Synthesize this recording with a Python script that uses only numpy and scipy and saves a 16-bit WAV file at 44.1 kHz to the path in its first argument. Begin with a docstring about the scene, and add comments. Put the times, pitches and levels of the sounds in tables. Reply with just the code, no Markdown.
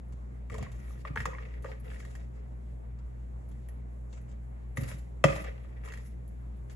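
"""Appliance tones hum and a broad whirr of air runs throughout; a few wet pieces snap as tiny noise puffs.
From 0.5 s a metal spoon digs chopped vegetables out of a bowl: taps ring its modes, strokes slip and
crackle, short damped tones sound, and the counter thuds under it; from about 2.2 to 4.7 s it goes mostly
quiet. Digging resumes near 4.8 s to tip them into a hand-held jar; one hard knock stands out at 5.24 s,
then fainter work follows. A stereo widener turns the phase between the channels."""
import sys
import numpy as np
from scipy import signal
from scipy.fft import rfft, irfft, next_fast_len
from scipy.io import wavfile

SR = 44100
rng = np.random.default_rng(int(sys.argv[2]) if len(sys.argv) > 2 else 0)


def level_to_linear(level):
    """Convert decibel levels to linear amplitude factors, elementwise."""
    exponent = np.asarray(level, float) / 20
    return 10 ** exponent


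def store_wav(level_fs):
    """Save 16-bit WAV to argv[1]."""
    pcm = np.round(np.clip(np.atleast_2d(level_fs), -1, 1) * 32767)
    wavfile.write(sys.argv[1], SR, pcm.T.astype(np.int16))


N = 297759
GRID = next_fast_len(N + SR)
GRID_HZ = np.maximum(np.arange(GRID // 2 + 1) * SR / GRID, 1)


def rms_one(x):
    """Normalisation: scale to unit rms."""
    return x / np.sqrt(np.mean(x ** 2) + 1e-20)


def at_hz(points, column=1):
    """Log-frequency interpolation: read one column of a table on the spectral grid."""
    table = np.array(points)
    return np.interp(np.log(GRID_HZ), np.log(table[:, 0]), table[:, column])


def filtered(x, response):
    """Linear filtering: multiply the spectrum by a response."""
    return irfft(rfft(x, GRID) * response, GRID)[..., :N]


def drift(rate):
    """Slow random modulation: chance values, rate per second, joined by lines; spread about 1."""
    steps = rng.standard_normal(400)
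    return np.interp(np.arange(N) / SR * rate, np.arange(400), steps) * np.sqrt(3 / 2)


def ring(push, hz, t60):
    """Damped resonator: a unit click starts a decaying sine of height 1."""
    radius = level_to_linear(-60 / (max(t60, .003) * SR))
    turn = 2 * np.pi * hz / SR
    return signal.lfilter([0, np.sin(turn)], [1, -2 * radius * np.cos(turn), radius * radius], push + 1e-18)


def grains(per_s, spread_db):
    """Shot noise: random tiny impacts, most small, a few large."""
    sizes = level_to_linear(spread_db * np.minimum(rng.exponential(1, N), 3.8)) * rng.choice([-1, 1], N)
    return sizes * (rng.random(N) < per_s / SR)


def burst(times, level_db, sharp_s):
    """Impulsive noise: puffs rise in about a millisecond and die in a fast and a slower step."""
    after = np.arange(660) / SR
    shape = 4.46 * np.exp(-after / sharp_s) + .5 * np.exp(-after / 0.021)
    shape = shape * (1 - np.exp(-after / 0.0009))
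    puffs = rng.standard_normal((len(times), 660)) * level_to_linear(level_db[:, None]) * shape
    spots = (times[:, None] * SR).round().astype(int) + np.arange(660)
    out = np.zeros(N)
    np.add.at(out, spots, puffs)
    return out


def patchy(x, colour, patchy_db, rate, edges_hz):
    """Subband modulation: nine overlapping strips of coloured noise flicker on their own; rms 1."""
    low_hz, high_hz = edges_hz
    strips = np.clip(8 * np.log(GRID_HZ / low_hz) / np.log(high_hz / low_hz), 0, 8)
    spectrum = rfft(x, GRID) * level_to_linear(at_hz(colour))
    total = 0
    for k in range(9):
        window = np.clip(1 - np.abs(strips - k), 0, 1)
        total = total + level_to_linear(patchy_db * drift(rate)) * irfft(spectrum * window, GRID)[..., :N]
    return rms_one(total)


# appliance tones: (frequency [Hz], rms level [dB], left-right difference [dB], phase lead of left [rad])
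HUM_TONES = [(53.03, -58.7, .7, -.1), (59.15, -40.9, .8, 0.0), (62.0, -64, 1.5, .3),
             (120.01, -53.3, -2.9, 0.0), (124.6, -60.2, -2.7, -.1), (166.15, -60.1, -2.8, -2.3),
             (207.7, -64.5, -3.0, -1.0)]


def hum():
    """Periodic excitation: motors and mains give steady sines with fixed level and phase differences."""
    t, side = np.arange(N) / SR, np.array([[.5], [-.5]])
    out = np.zeros((2, N))
    for hz, level_db, left_right_db, lead in HUM_TONES:
        phase = 2 * np.pi * (hz * t + rng.random()) + side * lead
        out += np.sqrt(2) * level_to_linear(level_db + side * left_right_db) * np.sin(phase)
    return out


# colour of fans and distant air: (frequency [Hz], relative level [dB])
AIR_COLOUR = [(30, -20.5), (55, 5.5), (90, -9), (130, -6.5), (210, -9), (320, -14.5), (520, -16),
              (660, -19.5), (800, -22), (1400, -30), (2100, -33), (3100, -46), (4800, -51), (6300, -51),
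              (7400, -45), (9200, -46.5), (11200, -50), (13500, -73)]
ROOM_AIR_DB = -51


def room_air():
    """Broadband turbulence: a wavering whirr of fans and distant air from two independent noises."""
    noise = rng.standard_normal((2, N))
    return level_to_linear(ROOM_AIR_DB) * patchy(noise, AIR_COLOUR, patchy_db=1.6, rate=14, edges_hz=(120, 11000))


# what the room gives back: (frequency [Hz], level [dB])
KITCHEN_COLOUR = [(560, 1), (700, -0.5), (1250, 0), (1900, 0.5)]
KITCHEN_T60_S, KITCHEN_DB, WALL_CUT_HZ = 0.45, -9.5, 7860


def kitchen(x):
    """Reverberation: a lumpy decaying tail a side, its treble dying sooner, coloured by the furniture."""
    t = np.arange(SR // 2) / SR - .004      # first reflections come 4 ms late
    dull = np.exp(-2 * np.pi * WALL_CUT_HZ / SR)
    lumps = level_to_linear(2.5 * drift(160)[:len(t)])      # near surfaces return in bunches
    noise = rng.standard_normal((2, len(t))) * lumps * (t > 0)
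    low = signal.lfilter([1 - dull], [1, -dull], noise)
    treble = noise - low
    tail = low * level_to_linear(-60 * t / KITCHEN_T60_S) + treble * level_to_linear(-60 * t / (0.17 * KITCHEN_T60_S))
    tail = tail / np.sqrt(np.sum(tail ** 2) / 2)
    return filtered(x, rfft(tail, GRID) * level_to_linear(at_hz(KITCHEN_COLOUR)))


# wet pieces parting or landing: (time [s], level [dB], brightness [dB])
SNAPS = [(0.1231, -53.5, -12), (0.7173, -45, -6), (1.6237, -48, -1), (1.7994, -61.5, 32),
         (2.9881, -59.5, -16), (3.489, -54.5, 7), (3.5144, -56, -5), (3.6865, -54, 24),
         (4.1285, -54.5, -26.5), (4.3146, -63, -28), (4.9836, -45, -0.5), (5.6276, -64, 2),
         (6.0794, -55.5, 8), (6.279, -54.5, 17), (6.6977, -57, -32)]
# the duller noise colour of snaps, strokes and tap cracks: (frequency [Hz], relative level [dB])
RUSTLE_COLOUR = [(2500, -4), (3500, -7.5), (5000, -10), (6300, -7.5), (7300, -4), (8300, -9), (9000, -17.5),
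                 (10000, -37)]
# their brighter noise colour: (frequency [Hz], relative level [dB])
FIZZ_COLOUR = [(7500, -20.5), (8600, -10.5), (9300, -1.5), (11000, -3), (12500, -16), (14000, -76.5)]
FAINT_SNAPS, FAINT_SNAP_DB = 10, -70      # extra snaps at random times, this loud or up to 6 dB more


def snaps():
    """Impulsive release: wet pieces click; brightness shifts the noise from rustle to fizz."""
    faint = rng.random((FAINT_SNAPS, 3)) * [6.6, 6, 24] + [0, FAINT_SNAP_DB, -6]
    s, level_db, bright_db = np.transpose(np.vstack([SNAPS, faint]))
    rustle = burst(s, level_db - bright_db / 2, 0.00041)
    fizz = burst(s, level_db + bright_db / 2, 0.00063)
    return filtered(rustle, level_to_linear(at_hz(RUSTLE_COLOUR))) + filtered(fizz, level_to_linear(at_hz(FIZZ_COLOUR)))


# counter thuds: (time [s], push level [dB], frequency [Hz])
THUDS = [(0.519, -21, 94), (0.579, -21, 92), (0.606, -17.5, 94.5), (0.622, -15.5, 108), (1.104, -18, 131),
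         (1.175, -15.5, 89), (1.204, -23, 115), (1.277, -26.5, 151), (4.782, -11.5, 123), (4.808, -22, 153),
         (4.822, -14, 123.5), (4.94, -23.5, 135), (5.248, -3, 152), (5.289, -20, 161)]
THUD_T60_S = 0.031


def thuds():
    """Forced panel vibration: a soft push sets the counter booming, with an octave and a faint long tail."""
    out = np.zeros(N)
    for s, push_db, hz in THUDS:
        t = np.maximum(np.arange(N) / SR - s, 0)
        dying = level_to_linear(-60 * t / THUD_T60_S) + level_to_linear(-22.5 - 60 * t / (2.9 * THUD_T60_S))
        rising = 1 - np.exp(-t * hz * 1.4)      # builds over about half a cycle
        boom = np.sin(2 * np.pi * hz * t) + 0.49 * np.sin(2 * np.pi * 2.0 * hz * t)
        out += level_to_linear(push_db) * dying * rising * boom
    return out


# spoon strokes through the vegetables:
# (start time [s], length [s], scrape level [dB], crush level [dB], brightness [dB])
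STROKES = [(0.507, 0.09, -52, -58, -16.5), (0.598, 0.046, -47, -84, 0), (0.641, 0.051, -53.5, -85, -4),
           (0.704, 0.16, -59.5, -69, -3), (0.857, 0.16, -61, -65.5, -1.5), (1.044, 0.04, -44.5, -67, -1.5),
           (1.165, 0.066, -55, -52, -7.5), (1.252, 0.035, -48, -88, -16), (1.316, 0.032, -52, -88, -10),
           (1.38, 0.21, -58, -73.5, -9), (1.627, 0.12, -54, -63.5, -10), (1.828, 0.16, -53.5, -61.5, -4.5),
           (1.985, 0.26, -63, -65.5, -7.5), (2.32, 0.076, -67.5, -72.5, -17), (2.42, 0.49, -77, -100, -10),
           (3.472, 0.11, -70, -78, -8), (4.087, 0.091, -86, -65.5, -28), (4.256, 0.085, -73, -71, -18),
           (4.756, 0.17, -52, -58.5, 3), (4.873, 0.078, -63, -66, -6.5), (5.24, 0.13, -53, -50, -14.5),
           (5.333, 0.093, -48.5, -55.5, -0.5), (5.44, 0.053, -46, -64.5, -16), (5.526, 0.4, -65, -79, -5),
           (5.834, 0.17, -61, -61, -5.5), (5.992, 0.14, -71, -73.5, 5), (6.671, 0.061, -68, -67, -7)]
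# low bowl modes: (frequency [Hz], level [dB], decay time t60 when tapped [s])
LOW_RING = [(438, -21, 0.079), (514.8, -8.5, 0.074), (550, -11.5, 0.29), (593, 8.5, 0.024),
            (670, -8.5, 0.012), (744, 1.5, 0.008)]
# middle bowl modes: (frequency [Hz], level [dB], decay time t60 when tapped [s])
MIDDLE_RING = [(967, -13.5, 0.051), (1122, -15, 0.021), (1212, 4, 0.022), (1455, -9, 0.022)]
# upper bowl modes: (frequency [Hz], level [dB], decay time t60 when tapped [s])
UPPER_RING = [(1526, 1.5, 0.0056), (1720, -10.5, 0.012), (1760, 10, 0.0031), (1861, 3.5, 0.033),
              (1993, 7, 0.018), (2208, 8, 0.011), (2510, -8.5, 0.051), (2625, -6, 0.019),
              (3072, -2.5, 0.0081), (3340, -19.5, 0.03), (3840, -22.5, 0.016), (4620, -23, 0.03),
              (5360, -20, 0.042)]
RUMBLE_DB, RUMBLE_PER_BRIGHT = -3.5, -0.6      # dull strokes rumble the bowl, bright ones fizz
# a stroke that starts on a tap bites, others swell
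BITE_S, SWELL_S, RELEASE_S, TIRING_DB = 0.019, 0.041, 0.0075, -5


def stroke_levels():
    """Envelope control: gains over time of the scrape, rumble, rustle and fizz of every stroke."""
    t, levels = np.arange(N) / SR, np.zeros((4, N))
    for start, length, scrape_db, crush_db, bright_db in STROKES:
        on_tap = min(abs(start - tap[0]) for tap in TAPS) < .017
        rise = np.clip((t - start) / (BITE_S if on_tap else SWELL_S), 0, 1)
        release = np.exp(-np.maximum(t - start - length, 0) / RELEASE_S)
        tiring_db = TIRING_DB * np.clip((t - start) / length, 0, 1)
        rumble_db = scrape_db + RUMBLE_DB + RUMBLE_PER_BRIGHT * bright_db
        level_db = np.array([scrape_db, rumble_db, crush_db, crush_db + bright_db])
        levels += level_to_linear(level_db[:, None] + tiring_db) * (rise * release)
    return levels


def drag():
    """Stick-slip friction: dense slips excite the bowl's short modes; crushed wet pieces crackle."""
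    levels = stroke_levels()
    clumps_db = 1.7 * drift(45)      # the spoon slips in clumps
    slips = [grains(300, spread_db=3.0) for _ in range(3)]
    bowl, body = np.zeros(N), np.zeros(N)
    for hz, mode_db, t60 in UPPER_RING + MIDDLE_RING:
        if t60 < .1:
            # each slip shakes one neighbourhood of modes, unevenly
            push = slips[(hz > 1450) + (hz > 2400)] * rng.standard_normal(N)
            bowl += level_to_linear(0.96 * mode_db + 2.6 * drift(15)) * ring(push, hz, 0.36 * t60)
    for hz, mode_db, t60 in LOW_RING:
        if t60 < .1:
            body += level_to_linear(0.074 * mode_db + 0.78 * drift(10)) * ring(grains(350, spread_db=2.5), hz, t60)
    bursting = rms_one(grains(4000 * level_to_linear(8.7 * drift(54)), spread_db=4.5))
    crackle = level_to_linear(0.14 * clumps_db) * (bursting + 0.45 * rng.standard_normal(N))
    layers = [level_to_linear(clumps_db) * rms_one(bowl), level_to_linear(1.8 * drift(25)) * rms_one(body)]
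    for colour in (RUSTLE_COLOUR, FIZZ_COLOUR):
        layers.append(patchy(crackle, colour, patchy_db=3.5, rate=30, edges_hz=(2500, 14000)))
    return np.sum(levels * layers, axis=0)


# short damped tones of bowl and room: clicks, partials of taps and the knock, scrape resonances, echoes:
# (time [s], peak level [dB], frequency [Hz])
SHORT_TONES = [(0.505, -47, 1200), (0.523, -48, 2010), (0.531, -57, 3100), (0.547, -49, 425),
               (0.55, -45, 1010), (0.584, -42, 680), (0.593, -51, 1080), (0.628, -45, 710),
               (0.665, -50, 1100), (0.665, -51, 1900), (1.0508, -38.5, 1150), (1.161, -41, 880),
               (1.1615, -27.5, 1520), (1.163, -41, 450), (1.1736, -21.5, 1720), (1.21, -38, 1980),
               (1.2569, -25.5, 1140), (1.2575, -34, 1860), (1.258, -45, 431), (1.331, -46.5, 1000),
               (1.334, -44, 1880), (1.346, -45.5, 1100), (1.35, -41, 2090), (1.6455, -39, 1120),
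               (1.6465, -34.5, 493), (1.661, -45, 527), (1.667, -50, 1860), (1.688, -52, 894),
               (1.704, -53, 480), (1.914, -54, 1730), (1.944, -51, 1880), (1.9605, -50, 1860),
                (2.0284, -55, 1690), (4.7718, -34.5, 1980), (4.794, -49, 1920), (4.834, -50, 1910),
               (4.9155, -50, 1290), (5.2413, -17, 1870), (5.2422, -11, 623), (5.2432, -16, 1210),
               (5.285, -32, 2000), (5.33, -35, 2020), (5.473, -45, 1850), (5.902, -48, 2660),
               (5.908, -48, 2000), (6.698, -60, 1800)]
TONE_CYCLES, TONE_RISE_CYCLES = 8.3, 0.48      # cycles to fall 60 dB, cycles to build up
# a tone lighter than -28 dB rises more softly and rings for more cycles
CYCLES_PER_LIGHTER_DB, RISE_PER_LIGHTER_DB = 0.9, 0.05


def short_tones():
    """Damped oscillation: each row is a sine that builds up quickly and dies after some cycles."""
    out, after = np.zeros(N), np.arange(1300) / SR
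    for s, peak_db, hz in SHORT_TONES:
        start, lighter_db = round(s * SR), max(-28 - peak_db, 0)
        cycles = TONE_CYCLES + CYCLES_PER_LIGHTER_DB * lighter_db
        rise = TONE_RISE_CYCLES + RISE_PER_LIGHTER_DB * lighter_db
        dying = level_to_linear(peak_db + 10.5 - 60 * after * hz / cycles)      # extra gain for what the rise takes
        rising = 1 - np.exp(-after * hz / rise)
        out[start:start + 1300] += dying * rising * np.sin(2 * np.pi * hz * after)
    return out


# spoon on bowl: (time [s], strength [dB], favoured frequency [Hz], weight of the low ring [dB],
# hardness of the crack [dB])
TAPS = [(0.499, -42.5, 2130, -11.5, -9), (0.542, -41, 1100, -9, -6), (0.5815, -50, 1670, -4, 6),
        (0.626, -46, 2130, -24, 3), (0.9056, -52, 1210, -8, -24), (1.051, -37.5, 1960, -8, -32),
        (1.158, -36, 1690, -20, -9.5), (1.176, -33, 1760, -26, -24), (1.2031, -31, 1720, -47, -16),
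        (1.2552, -26, 1310, -26, -9.5), (1.324, -46, 1000, -19, -32), (1.3837, -39, 1760, -17, -33),
        (1.6444, -39.5, 1300, 6, -15), (1.6586, -43, 1740, -5, -21), (2.0015, -43, 2140, -35, -9),
        (2.05, -51, 1920, -8, 0.5), (2.1523, -50.5, 1800, -39, 3), (3.687, -55, 1850, -33, -2.5),
        (4.7723, -36.5, 1960, -4, -2.5), (4.8343, -43, 1970, -29, 1), (4.888, -52.5, 1752, 0.5, 9),
        (4.915, -40.5, 1730, -4.5, -9.5), (5.2403, -14, 2063, -1.5, -9), (5.3618, -40.5, 2100, -1, -2),
        (5.441, -46.5, 2000, 1, -0.5), (5.6463, -57, 1220, 1, -20), (5.8479, -53, 1300, -7, -16),
        (5.886, -50, 1930, -5.5, -1), (5.921, -42.5, 1720, -42.5, -3.5), (5.9371, -40.5, 1720, -44, -6),
        (5.9747, -50.5, 2000, -37, -2)]
# heavy, strong taps wake the middle ring
MIDDLE_DB, MIDDLE_PER_WEIGHT, MIDDLE_PER_STRENGTH = 14, 0.28, 0.12
OFF_SPOT_DB, SPOT_OCTAVES = -9.5, 0.16      # modes away from the favoured pitch speak less
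FIZZ_IN_CRACK_DB = -8


def taps():
    """Modal excitation: the spoon presses for a few cycles of each mode; the landing spot picks modes."""
    s, strength_db, favoured_hz, weight_db, hardness_db = np.transpose(TAPS)[..., None]
    out, after = np.zeros(N), np.arange(660) / SR
    spots = (s * SR).round().astype(int) + np.arange(660)
    middle_db = MIDDLE_DB + MIDDLE_PER_WEIGHT * weight_db + MIDDLE_PER_STRENGTH * strength_db
    for ring_db, modes in ((0, UPPER_RING), (weight_db, LOW_RING), (middle_db, MIDDLE_RING)):
        for hz, mode_db, t60 in modes:
            contact = np.exp(-(after * hz / 2.3) ** 2)
            phase = 2 * np.pi * (hz * after + 0.053 * rng.standard_normal(s.shape))
            swing = np.cos(phase) * 2 * contact / contact.sum()
            octaves_off = np.abs(np.log2(hz / favoured_hz))
            landing_db = OFF_SPOT_DB * np.minimum(octaves_off / SPOT_OCTAVES, 1) * (930 < hz < 2300)
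            softness_db = 0.3 * (strength_db + 21.5) * (hz > 2300)      # lighter taps miss the high modes
            scatter_db = rng.normal(0, 1.8, s.shape)
            level_db = strength_db + ring_db + mode_db + landing_db + softness_db + scatter_db
            push = np.zeros(N)
            np.add.at(push, spots, swing * level_to_linear(level_db))
            out += ring(push, hz, t60)
    # the small bowl radiates little bass
    out = signal.sosfilt(signal.butter(2, 380, "high", fs=SR, output="sos"), out)
    crack = burst(s[:, 0], (strength_db + hardness_db)[:, 0], 0.002)
    crack_colour = level_to_linear(at_hz(RUSTLE_COLOUR)) + level_to_linear(at_hz(FIZZ_COLOUR) + FIZZ_IN_CRACK_DB)
    return out + filtered(crack, crack_colour)


# phase lead of the left beyond the plain lag:
# (frequency [Hz], lead of spread-out sound [rad], lead of a direct blow [rad])
WIDENER_TURN = [(60, 0.5, 0.0), (109, -1, -0.3), (170, 0.44, 0.6), (344, 1.6, 1.0), (600, 2.2, -0.8),
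                (770, 2.2, -1.6), (1300, 1.4, -1.4), (2000, 2, -3.3), (2570, 1.6, -4.1), (3400, 1.9, -3.4),
                (5200, -1.5, -4), (5880, 0.0, 0.0)]
# likeness of the channels, 0 to 1: (frequency [Hz], spread-out sound [ratio], direct blow [ratio])
WIDENER_ALIKE = [(60, .99, .99), (140, .85, .85), (260, .45, .7), (1100, .55, .96), (1800, .4, .75),
                 (5200, .35, .6), (6500, .5, .6), (7400, .85, .9), (8500, .99, .99), (9600, .99, .99),
                 (10300, .9, .9), (12000, .96, .96)]
# level tilt between the channels: (frequency [Hz], left-right difference [dB])
WIDENER_TILT = [(200, 1), (1500, 0), (2600, 1), (4500, 0.5), (6300, -3.5), (8000, -0.5)]
# all-pass smear of the widener: (short delay [ms], middle delay [ms], long delay [ms])
SMEAR_DELAYS_MS = [(0.604, 1.098, 1.9)]
WIDENER_LAG_S = 165e-6


def widener(pair, column):
    """Decorrelation: the right mixes the left's sound with all-pass smeared sound, phase turned between."""
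    smear = 1
    for lag_ms in SMEAR_DELAYS_MS[0]:
        late = np.exp(-2j * np.pi * GRID_HZ * lag_ms / 1000)
        smear = smear * (late - .55) / (1 - .55 * late)
    alike = at_hz(WIDENER_ALIKE, column)
    lead = 2 * np.pi * GRID_HZ * WIDENER_LAG_S + at_hz(WIDENER_TURN, column)
    half = level_to_linear(at_hz(WIDENER_TILT) / 2) * np.exp(.5j * lead)      # each side takes half the difference
    left = filtered(pair[0], half)
    right = filtered(pair[0], alike / half) + filtered(pair[1], np.sqrt(1 - alike ** 2) * smear / half)
    return np.array([left, right])


def scene():
    """Superposition: spoon work and room air pass through the widener, over the hum."""
    blows = taps() + short_tones() + thuds() + snaps()
    rubbing = drag()
    spread = rubbing + level_to_linear(KITCHEN_DB) * kitchen(blows + rubbing) + room_air()
    return widener([blows, blows], column=2) + widener(spread, column=1) + hum()


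def top_cut(x):
    """Nothing passes above the cut-off."""
    return signal.sosfilt(signal.butter(12, 13490, fs=SR, output="sos"), x)


def record(dry):
    """High-pass filtering and soft saturation: the deepest bass is cut and peaks are rounded."""
    dry = signal.sosfilt(signal.butter(2, 40, "high", fs=SR, output="sos"), dry)
    mix = 1.29 * np.tanh(dry / 1.208)
    return top_cut(mix)


dry = scene()
out = record(dry)
store_wav(out)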